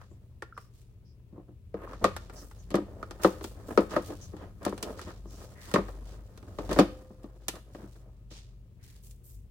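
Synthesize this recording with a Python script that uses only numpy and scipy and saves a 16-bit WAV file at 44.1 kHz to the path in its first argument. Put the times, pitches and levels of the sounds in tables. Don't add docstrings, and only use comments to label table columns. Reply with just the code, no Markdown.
import sys
import numpy as np
from scipy import signal
from scipy.fft import rfft, irfft
from scipy.io import wavfile

SR = 44100
rng = np.random.default_rng(int(sys.argv[2]) if len(sys.argv) > 2 else 0)


def put_to_file(sound):
    columns = np.atleast_2d(sound).T
    safe = np.clip(columns, -1, 1)
    whole_steps = np.round(safe * 32767)
    wavfile.write(sys.argv[1], SR, whole_steps.astype(np.int16))


N = 418950
TIME = np.arange(N) / SR
RING_TIME = np.arange(12288) / SR
PAN = np.array([[.5], [-.5]])


def undb(db):
    return 10 ** (np.asarray(db) / 20)


def unit(x):
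    return x / np.sqrt(np.mean(x ** 2))


def curve(table):
    return np.interp(TIME, *np.transpose(table))


def fade(t, t60):
    return np.exp(-np.log(1000) * t / t60)


def walk(rate):
    knots = rng.standard_normal(N // 20)
    return unit(np.interp(TIME * rate, np.arange(len(knots)), knots))


def add(out, s, sound):
    start = int(s * SR)
    out[:, start:start + sound.shape[-1]] += sound[..., :N - start]


def colour(x, points):
    hz, db = np.transpose(points)
    bins = np.maximum(np.fft.rfftfreq(x.shape[-1], 1 / SR), 1)
    return irfft(rfft(x) * undb(np.interp(np.log(bins), np.log(hz), db)), x.shape[-1])


def tilt(x, split_hz, upper_db):
    lower, upper = (unit(signal.sosfilt(signal.butter(3, split_hz, kind, fs=SR, output="sos"), x))
                    for kind in ("low", "high"))
    return (lower + undb(upper_db) * upper) / np.sqrt(1 + undb(2 * upper_db))


# frequency in Hz, side minus mid in dB.
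STEREO_WIDTH = [(100, -10.5), (350, -12.5), (700, -6.5), (1300, -0.5), (2400, 0.5), (5000, 1),
                (15000, -0.5)]

def stereo_noise(points, size):
    mid, side = rng.standard_normal((2, size))
    side = colour(side, STEREO_WIDTH)
    return unit(colour(np.array([mid + side, mid - side]), points))


# frequency in Hz, relative level in dB.
AIR_COLOUR = [(12, -48), (20, -9.5), (58, -3.5), (116, -0.5), (138, -11), (168, -13), (248, -20),
              (399, -16.5), (825, -40.5), (949, -35), (1190, -46.5), (2600, -39.5), (5680, -52.5),
              (14700, -52.5), (16000, -44.5)]
# time in seconds, level in dB.
DRONE_LEVELS = [(0.0, -70.5), (1.53, -60), (1.9, -47.5), (5.0, -56.5), (5.26, -43.5), (5.53, -62),
                (5.82, -41), (6.19, -44.5), (6.43, -57.5), (6.75, -37), (7.12, -62), (7.22, -51),
                (8.63, -51), (8.71, -64.5), (9.13, -45.5), (9.26, -66), (9.37, -41.5), (9.5, -59)]
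# time in seconds, level in dB.
RUMBLE_LEVELS = [(0, -52.5), (0.7, -58), (1.95, -54.5), (2.06, -40.5), (2.25, -52.5), (4.2, -47.5),
                 (5.5, -51.5), (6.43, -51), (6.77, -43), (7.06, -58), (9.5, -55)]

def workshop():
    mains_hz, drone_hz = 121.2, 49.3
    mains = np.sqrt(2) * np.sin(2 * np.pi * mains_hz * TIME) * undb(-59.5 + .7 * walk(2.6))
    drone_phase = 2 * np.pi * np.cumsum(drone_hz + 1.5 * walk(5.0)) / SR
    drone = np.sqrt(2) * np.sin(drone_phase) * undb(curve(DRONE_LEVELS) - 0.5 + 1.5 * walk(9.6))
    rumble = stereo_noise([(25, -17.5), (45, -8.0), (65, -1), (85, 0.5), (100, -1.0), (135, -15),
                           (175, -10), (240, -19.5), (600, -55.5)], N)
    rumble *= undb(curve(RUMBLE_LEVELS) + 0.5)
    air = stereo_noise(AIR_COLOUR, N) * undb(-60.0)
    return (mains + drone + rumble + air) * undb(2.2 * PAN)


def modes(table, t, scatter_db=0, detune=0):
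    hz, db, t60 = np.transpose(table)[:, :, None]
    strength, pitch, swing = rng.standard_normal((3, len(table), 1))
    size = np.sign(swing) * undb(db + scatter_db * strength)
    return np.sum(size * fade(t, t60) * np.sin(2 * np.pi * hz * (1 + detune * pitch) * t), axis=0)


def slips(rate, spread_db, t60):
    chance, size = rng.random(N), rng.standard_normal(N)
    bursts = (chance < rate / SR) * undb(spread_db * np.clip(size, -2, 2))
    power = signal.lfilter([1], [1, -fade(1 / SR, t60) ** 2], bursts ** 2 + 1e-12)
    return unit(np.sqrt(power))


def strokes(table, attack_s, t60, rest_db, rest_tone_db):
    power = undb(rest_db) ** 2
    tone = power * rest_tone_db
    for s, length, db, tone_db in table:
        span = slice(int(s * SR), int((s + length + t60) * SR))
        t = TIME[span] - s
        stroke = (undb(db) * np.clip(t / attack_s, 0, 1) * fade(np.maximum(t - length, 0), t60)) ** 2
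        power[span] += stroke
        tone[span] += stroke * tone_db
    return np.sqrt(power), tone / power


# time in seconds, level in dB.
HANDLING_LEVELS = [(0, -70.5), (1.6, -78.5), (2.15, -57), (2.65, -65.5), (3.3, -52.5), (4.15, -56),
                   (4.53, -64), (4.9, -46), (5.22, -61), (5.9, -50.5), (6.3, -60.5), (6.8, -51), (7.2, -64),
                   (7.85, -62.5), (8.2, -71), (9.5, -78)]
# start in seconds, length in seconds, level in dB, hardness as highs minus lows in dB.
SHOVES = [(0.0, 0.015, -53.5, 13), (1.32, .1, -56.5, -19), (1.47, 0.017, -56.5, -17),
          (1.76, 0.21, -49, -4.5), (2.01, .03, -37, -15), (2.32, 0.12, -53.5, -4.5),
          (2.85, .17, -50, -14.5), (3.19, 0.046, -43.5, -1.5), (3.68, 0.04, -34.5, -10.5),
          (3.89, 0.079, -36, -2.5), (4.08, 0.056, -42.5, -12.5), (4.38, 0.085, -47, -7),
          (4.6, 0.07, -46, -6.5), (4.82, 0.079, -35, -15), (5.06, 0.045, -46.5, 2), (5.37, .08, -50, -7.5),
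          (5.56, 0.15, -56, 6), (6.04, 0.17, -59, -2), (6.46, 0.052, -50.5, -12.5), (6.58, 0.065, -39, -12),
          (6.7, 0.1, -33, -6), (7.52, 0.061, -53.5, 0), (7.77, 0.095, -53.5, -7), (8.05, .04, -58, -16)]
# frequency in Hz, relative level in dB.
RUBBED_SHELL_COLOUR = [(100, -29.5), (200, -6.5), (350, 4), (560, 2), (830, -6), (1050, -8.5), (1280, -10),
                       (1480, -12), (1820, -14.5), (2100, -21), (5000, -39)]
# frequency in Hz, relative level in dB, t60 in seconds.
CHASSIS_MODES = [(195, 0, 0.15), (216.2, -6.5, 0.11), (298, -1, 0.15), (343.2, -2, 0.12), (380, -5.5, 0.05),
                 (462, -1.5, 0.04), (509.8, -4.5, 0.11), (590, 2, 0.054), (718, -10, .07),
                 (865, -10, 0.032), (1082, -5, 0.051), (1156, -16, 0.077), (1250.6, -1, 0.045),
                 (1655.8, -9, 0.026), (1838, -9.5, 0.036)]

def scrape():
    judder_s, below_knock_db, judder_hardness_db = 0.024, 24, -7
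    judders = [(s, judder_s, db - below_knock_db, judder_hardness_db) for s, db, *_ in CHASSIS_KNOCKS]
    gain, hardness = strokes(SHOVES + judders, attack_s=0.016, t60=0.13,
                             rest_db=curve(HANDLING_LEVELS), rest_tone_db=-9)
    catches = slips(rate=400, spread_db=-2, t60=0.034)
    friction = stereo_noise([(100, 0.0103), (5000, 0.018)], N) * catches
    shell = colour(friction, RUBBED_SHELL_COLOUR)
    body = signal.fftconvolve(rng.standard_normal(N) * catches, modes(CHASSIS_MODES, RING_TIME))[:N]
    sound = tilt(unit(shell) + undb(-2.5) * unit(body), split_hz=900, upper_db=hardness)
    return sound * gain * undb(1.7 * walk(35) - 0.5)


# start in seconds,
# length in seconds, level in dB, brightness as top minus lower treble in dB.
GLOVE_STROKES = [(0.0, 0.014, -68, -19), (0.56, 0.044, -65, 2), (0.72, 0.1, -70, 1.5),
                 (1.87, 0.37, -65, -14.5), (2.32, 0.13, -58, 8.5), (2.51, 0.12, -68.5, -2),
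                 (3.21, 0.058, -47, 0.5), (3.42, 0.023, -51.5, 5), (3.66, 0.16, -57.5, 5),
                 (3.89, 0.05, -50.5, -10), (4.0, 0.063, -52, 1), (4.12, 0.13, -60.5, -2),
                 (4.36, 0.057, -69, -16), (4.65, .05, -66, 10), (4.96, 0.13, -57.5, -11),
                 (5.29, 0.16, -58.5, 0), (5.6, 0.096, -54, -1.5), (6.04, 0.07, -61, -6),
                 (6.46, 0.026, -68.5, -6), (6.57, 0.14, -61, -4), (6.69, 0.095, -51.5, -7.5),
                 (7.0, 0.034, -72.5, 5), (7.22, .03, -73.5, 7.5), (7.4, .04, -72, -8.5),
                 (7.72, 0.25, -67.5, 1), (8.3, 0.073, -54, -15), (8.81, .15, -62, 1),
                 (9.02, .07, -58.5, 10.5), (9.23, 0.089, -60.5, 12.5)]
# frequency in Hz, relative level in dB.
GLOVE_COLOUR = [(800, -2.5), (1800, -5), (3000, -0.5), (4500, 1), (6500, 0), (9000, -1.5), (12000, -7),
                (16000, -4)]

def rustle():
    gain, brightness = strokes(GLOVE_STROKES, attack_s=.02, t60=0.4,
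                               rest_db=curve(HANDLING_LEVELS) - 12, rest_tone_db=0.5)
    crackle = unit(slips(rate=600, spread_db=3, t60=.015) + .5)
    hiss = stereo_noise(GLOVE_COLOUR, N) * crackle
    sound = tilt(hiss, split_hz=7100, upper_db=brightness)
    return sound * gain * undb(walk(30) - PAN)


# start in seconds, length in seconds, centre in Hz, bandwidth in Hz, level in dB.
GLOVE_SQUEAKS = [(0.098, 0.077, 7300, 1500, -75), (0.542, 0.17, 5350, 800, -70.5),
                 (1.047, 0.12, 5160, 900, -72.5), (2.357, 0.096, 5560, 1800, -53.5),
                 (2.588, 0.051, 6300, 1100, -63.5), (4.21, 0.076, 6140, 1510, -53),
                 (4.36, 0.135, 3060, 900, -69), (5.266, 0.276, 5900, 2200, -63),
                 (5.548, 0.25, 1890, 500, -59), (8.303, 0.098, 4530, 3500, -59),
                 (8.79, 0.25, 1900, 1100, -70.5), (9.019, 0.081, 12950, 5050, -65),
                 (9.235, 0.136, 13300, 3010, -60.5), (9.233, 0.11, 8770, 2044, -66)]

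def squeaks():
    out = np.zeros((2, N))
    for s, length, hz, width, db in GLOVE_SQUEAKS:
        progress = np.linspace(0, 1, int(length * SR))
        peak = signal.tf2sos(*signal.iirpeak(hz, hz / width, fs=SR))
        hiss = rng.standard_normal((2, len(RING_TIME)))
        band = unit(signal.sosfilt(peak, signal.sosfilt(peak, hiss)))[:, :len(progress)]
        add(out, s, band * np.sin(np.pi * progress ** 0.54) * undb(db))
    return out


def unit_attack(x):
    return x / np.sqrt(np.mean(x[..., :int(.015 * SR)] ** 2))


BLOW_EDGES_HZ = [120, 400, 900, 2200, 6000, 16000]

def blows(table, resonances, spectrum, crack_db, crack_t60, dense_db, dense_t60, band_db, pan_db):
    out, t = np.zeros((2, N)), RING_TIME
    bands = list(zip(BLOW_EDGES_HZ, BLOW_EDGES_HZ[1:]))
    filters = [signal.butter(3, edges, "band", fs=SR, output="sos") for edges in bands]
    hollow_hz, half_width_octaves = 1055, 1.3
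    octaves = np.mean(np.log2(np.array(bands) / hollow_hz), axis=1)
    hollow = np.exp(-(octaves / half_width_octaves) ** 2)
    envelopes = [fade(t, t60) + undb(crack_db) * fade(t, crack_t60) for t60 in dense_t60]
    for s, level_db, brightness, hollow_db in table:
        levels = level_db + brightness * octaves + hollow_db * hollow + band_db
        ring = modes(resonances, t, scatter_db=2.5, detune=.012)
        thicket = stereo_noise(spectrum, len(t))
        for sos, db, envelope, share_db, pan in zip(filters, levels, envelopes, dense_db, pan_db):
            main = unit_attack(signal.sosfilt(sos, ring))
            dense = unit_attack(signal.sosfilt(sos, thicket * envelope))
            add(out, s, unit_attack(main + undb(share_db) * dense) * undb(db + pan * PAN))
    return out


# start in seconds, level in dB before
# the band trims, brightness in dB per octave, lift of the hollow middle in dB.
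CHASSIS_KNOCKS = [(0.112, -50.5, -1.5, -8), (1.325, -51, -4, -17), (1.378, -50.5, -5, -0.5),
                  (1.485, -52.5, -3.5, -9), (1.742, -36.5, -1, 4), (1.932, -42.5, 4.5, 8),
                  (2.042, -13.5, 4, 6.5), (2.07, -39, 3.5, 11), (2.713, -30, 2, -7.5),
                  (2.742, -17, 0.25, 2), (2.768, -38.5, 1, 14.5), (2.781, -30, -2.5, 0),
                  (2.818, -41, -3, -7), (3.246, -12.5, 0.95, 8), (3.7754, -14, 1, 8.5),
                  (3.9635, -20.5, 0.9, 10), (4.103, -32.5, 1.6, -7), (4.334, -45, -4, 5),
                  (4.6635, -22.5, 0.5, 3.5), (4.679, -27.5, 1.5, 1), (4.725, -34.5, -0.7, 8),
                  (5.071, -38, 0, -23), (5.256, -47, -2.5, -2), (5.739, -10.5, 3, -4),
                  (5.759, -26.5, 4, 19.5), (5.783, -26, -2, 2), (5.884, -42, 3, 10), (6.586, -27.5, 2.1, 3),
                  (6.692, -25, 2, -5), (6.713, -22.5, 2.5, 0), (6.762, -25.5, 0, 1),
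                  (6.788, -6.5, 1.54, 0.5), (6.796, -7, 1.5, -13), (7.104, -50.5, -3.5, -0.5),
                  (7.241, -38.5, -1.2, -5), (7.536, -45.5, -1, 3), (7.748, -37, 1.5, 0),
                  (7.828, -42, -0.5, -12), (8.311, -43, 2, -6.5)]
# frequency in Hz, relative level in dB.
STRUCK_SHELL_COLOUR = [(120, -38), (190, -3.5), (330, 3.5), (600, -7), (850, -11.5), (1220, 1),
                       (1450, -9.5), (1800, -14), (2050, -19), (4500, -22), (9000, -36), (16000, -47.5)]

def knocks():
    return blows(CHASSIS_KNOCKS, CHASSIS_MODES, STRUCK_SHELL_COLOUR, crack_db=-9, crack_t60=.02,
                 dense_db=[-4.5, -4.5, 1.5, 11.0, 11.0], dense_t60=[0.097, 0.13, 0.092, 0.1, .07],
                 band_db=[-5.0, -7.0, -15.5, -25.5, -37], pan_db=[1.5, 3.5, 0.0, 1.0, -4.0])


# start in seconds, level in dB before
# the band trims, brightness in dB per octave, lift of the hollow middle in dB.
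PART_CLICKS = [(0.422, -46.5, -1.4, 11.5), (0.576, -53, -1.5, 9.5), (0.8156, -69, 2, -12),
               (2.1645, -41.5, 0, 5.5), (2.297, -51, -2.5, 5), (2.512, -63, 1, 10.5),
               (2.7044, -43, -2, -5.5), (2.754, -37, -0.5, 2), (3.028, -45, -4, 6.5),
               (3.109, -41, -2.2, -2), (3.2346, -40, 2.5, 2), (3.41, -43, -5, -2),
               (3.4417, -33.5, -2.6, -8.5), (3.806, -57, 2, -10), (4.366, -54, -2.5, 0.5),
               (4.6295, -53, 0, -12), (4.65, -39.5, 1.4, 1.5), (4.694, -54.5, 2, -4),
               (4.778, -42, -1.5, -7), (4.827, -31.5, 0, -8), (4.992, -58, 2.7, 18),
               (5.015, -43.5, -1.3, -5), (5.7135, -55.5, 3, 12.5), (6.375, -50, -1.5, -5.5),
               (6.427, -54, -5, -2), (6.729, -30.5, -2.2, -15), (7.2326, -62.5, 0.2, -12),
               (7.4825, -29, 1.24, -7.5), (7.555, -48, -1.2, -5), (7.956, -59, -4, -2), (9.11, -64, 4, -17)]
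# frequency in Hz, relative level in dB, t60 in seconds.
PART_MODES = [(327, -5, 0.099), (371, -7.5, 0.035), (630, -1, 0.022), (840.3, -4, 0.035), (1146, -2, .05),
              (1200, 0, 0.034), (1390, -3, 0.12), (1790, -5.5, .035), (2359, -8.5, 0.055), (3586, -5, .028),
              (4298, -5, 0.054), (4987, -2, 0.024), (6283, -11.5, .025), (7960, -4.5, 0.024)]
# frequency in Hz, relative level in dB.
PART_COLOUR = [(120, -14), (350, 2), (600, -1), (900, -5.5), (1300, -6), (1850, -7.5), (2200, -15.5),
               (3000, -9.5), (5000, -12), (9000, -14), (16000, -25)]

def clicks():
    return blows(PART_CLICKS, PART_MODES, PART_COLOUR, crack_db=-10.5, crack_t60=0.014,
                 dense_db=[4.5, 5.0, 5.5, 7.0, 11], dense_t60=[0.088, 0.067, 0.056, 0.076, 0.047],
                 band_db=[-10.0, -5.0, -2.5, -5.0, -7.0], pan_db=[1, 1.8, 0.48, 0, -1.6])


# start in seconds, pitch in Hz, level in dB.
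PLUG_TOCKS = [(0.524, 1380, -39.5), (0.567, 1330, -42), (0.577, 1175, -32), (1.743, 477, -20),
              (1.746, 352, -31.5), (1.838, 464, -35), (1.875, 1130, -36.5), (1.933, 1130, -35.5),
              (2.0415, 1185, -12.5), (3.028, 1290, -29)]
# multiple of its pitch, relative level in dB.
TOCK_RING = [(1, 1), (.92, -7), (1.14, -13)]

def tocks():
    out, t = np.zeros((2, N)), RING_TIME
    attack_s, t60 = .0015, 0.033
    for s, hz, db in PLUG_TOCKS:
        ring = modes([(hz * multiple, partial_db, t60) for multiple, partial_db in TOCK_RING], t)
        add(out, s, ring * np.clip(t / attack_s, 0, 1) * undb(db))
    return out


# start in seconds, level in dB.
BENCH_THUMPS = [(2.036, -27.5), (3.243, -38.5), (5.738, -33.5), (6.788, -35.5)]
# frequency in Hz, relative level in dB, t60 in seconds.
BENCH_MODES = [(52, -8.5, .35), (72, -13, .15), (92, -5.5, 0.32)]
# start in seconds, level in dB.
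SINGING_BLOWS = [(2.742, -58), (3.247, -56), (6.788, -42)]
# frequency in Hz, relative level in dB, t60 in seconds.
SINGING_MODES = [(517, 0, 1.3), (780, -15, .7), (1206, -16, 1.0), (1841, -18, .4)]

def bench():
    out, t = np.zeros((2, N)), TIME[:2 * SR]
    for s, db in BENCH_THUMPS:
        add(out, s, undb(db) * modes(BENCH_MODES, t))
    for s, db in SINGING_BLOWS:
        add(out, s, undb(db) * modes(SINGING_MODES, t))
    return out


def room(x, t60, wet_db):
    t = TIME[:SR]
    tail = stereo_noise([(100, 4), (300, -2), (1000, -0.5), (3000, 4.5), (7000, -1.0), (16000, 3.5)], SR)
    tail = tail * fade(t, t60) * (1 - np.exp(-t / .008))
    tail = tail / np.sqrt(np.sum(tail ** 2) / 2)
    return undb(wet_db) * signal.fftconvolve(x, tail, axes=1)[:, :N]


def scene():
    work = knocks() + clicks() + tocks() + scrape() + rustle() + squeaks()
    return work + room(work, t60=0.37, wet_db=-14.5) + bench() + workshop()


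def record(dry):
    return signal.sosfilt(signal.ellip(10, .2, 70, 16200, fs=SR, output="sos"), dry)


dry = scene()
out = record(dry)
put_to_file(out)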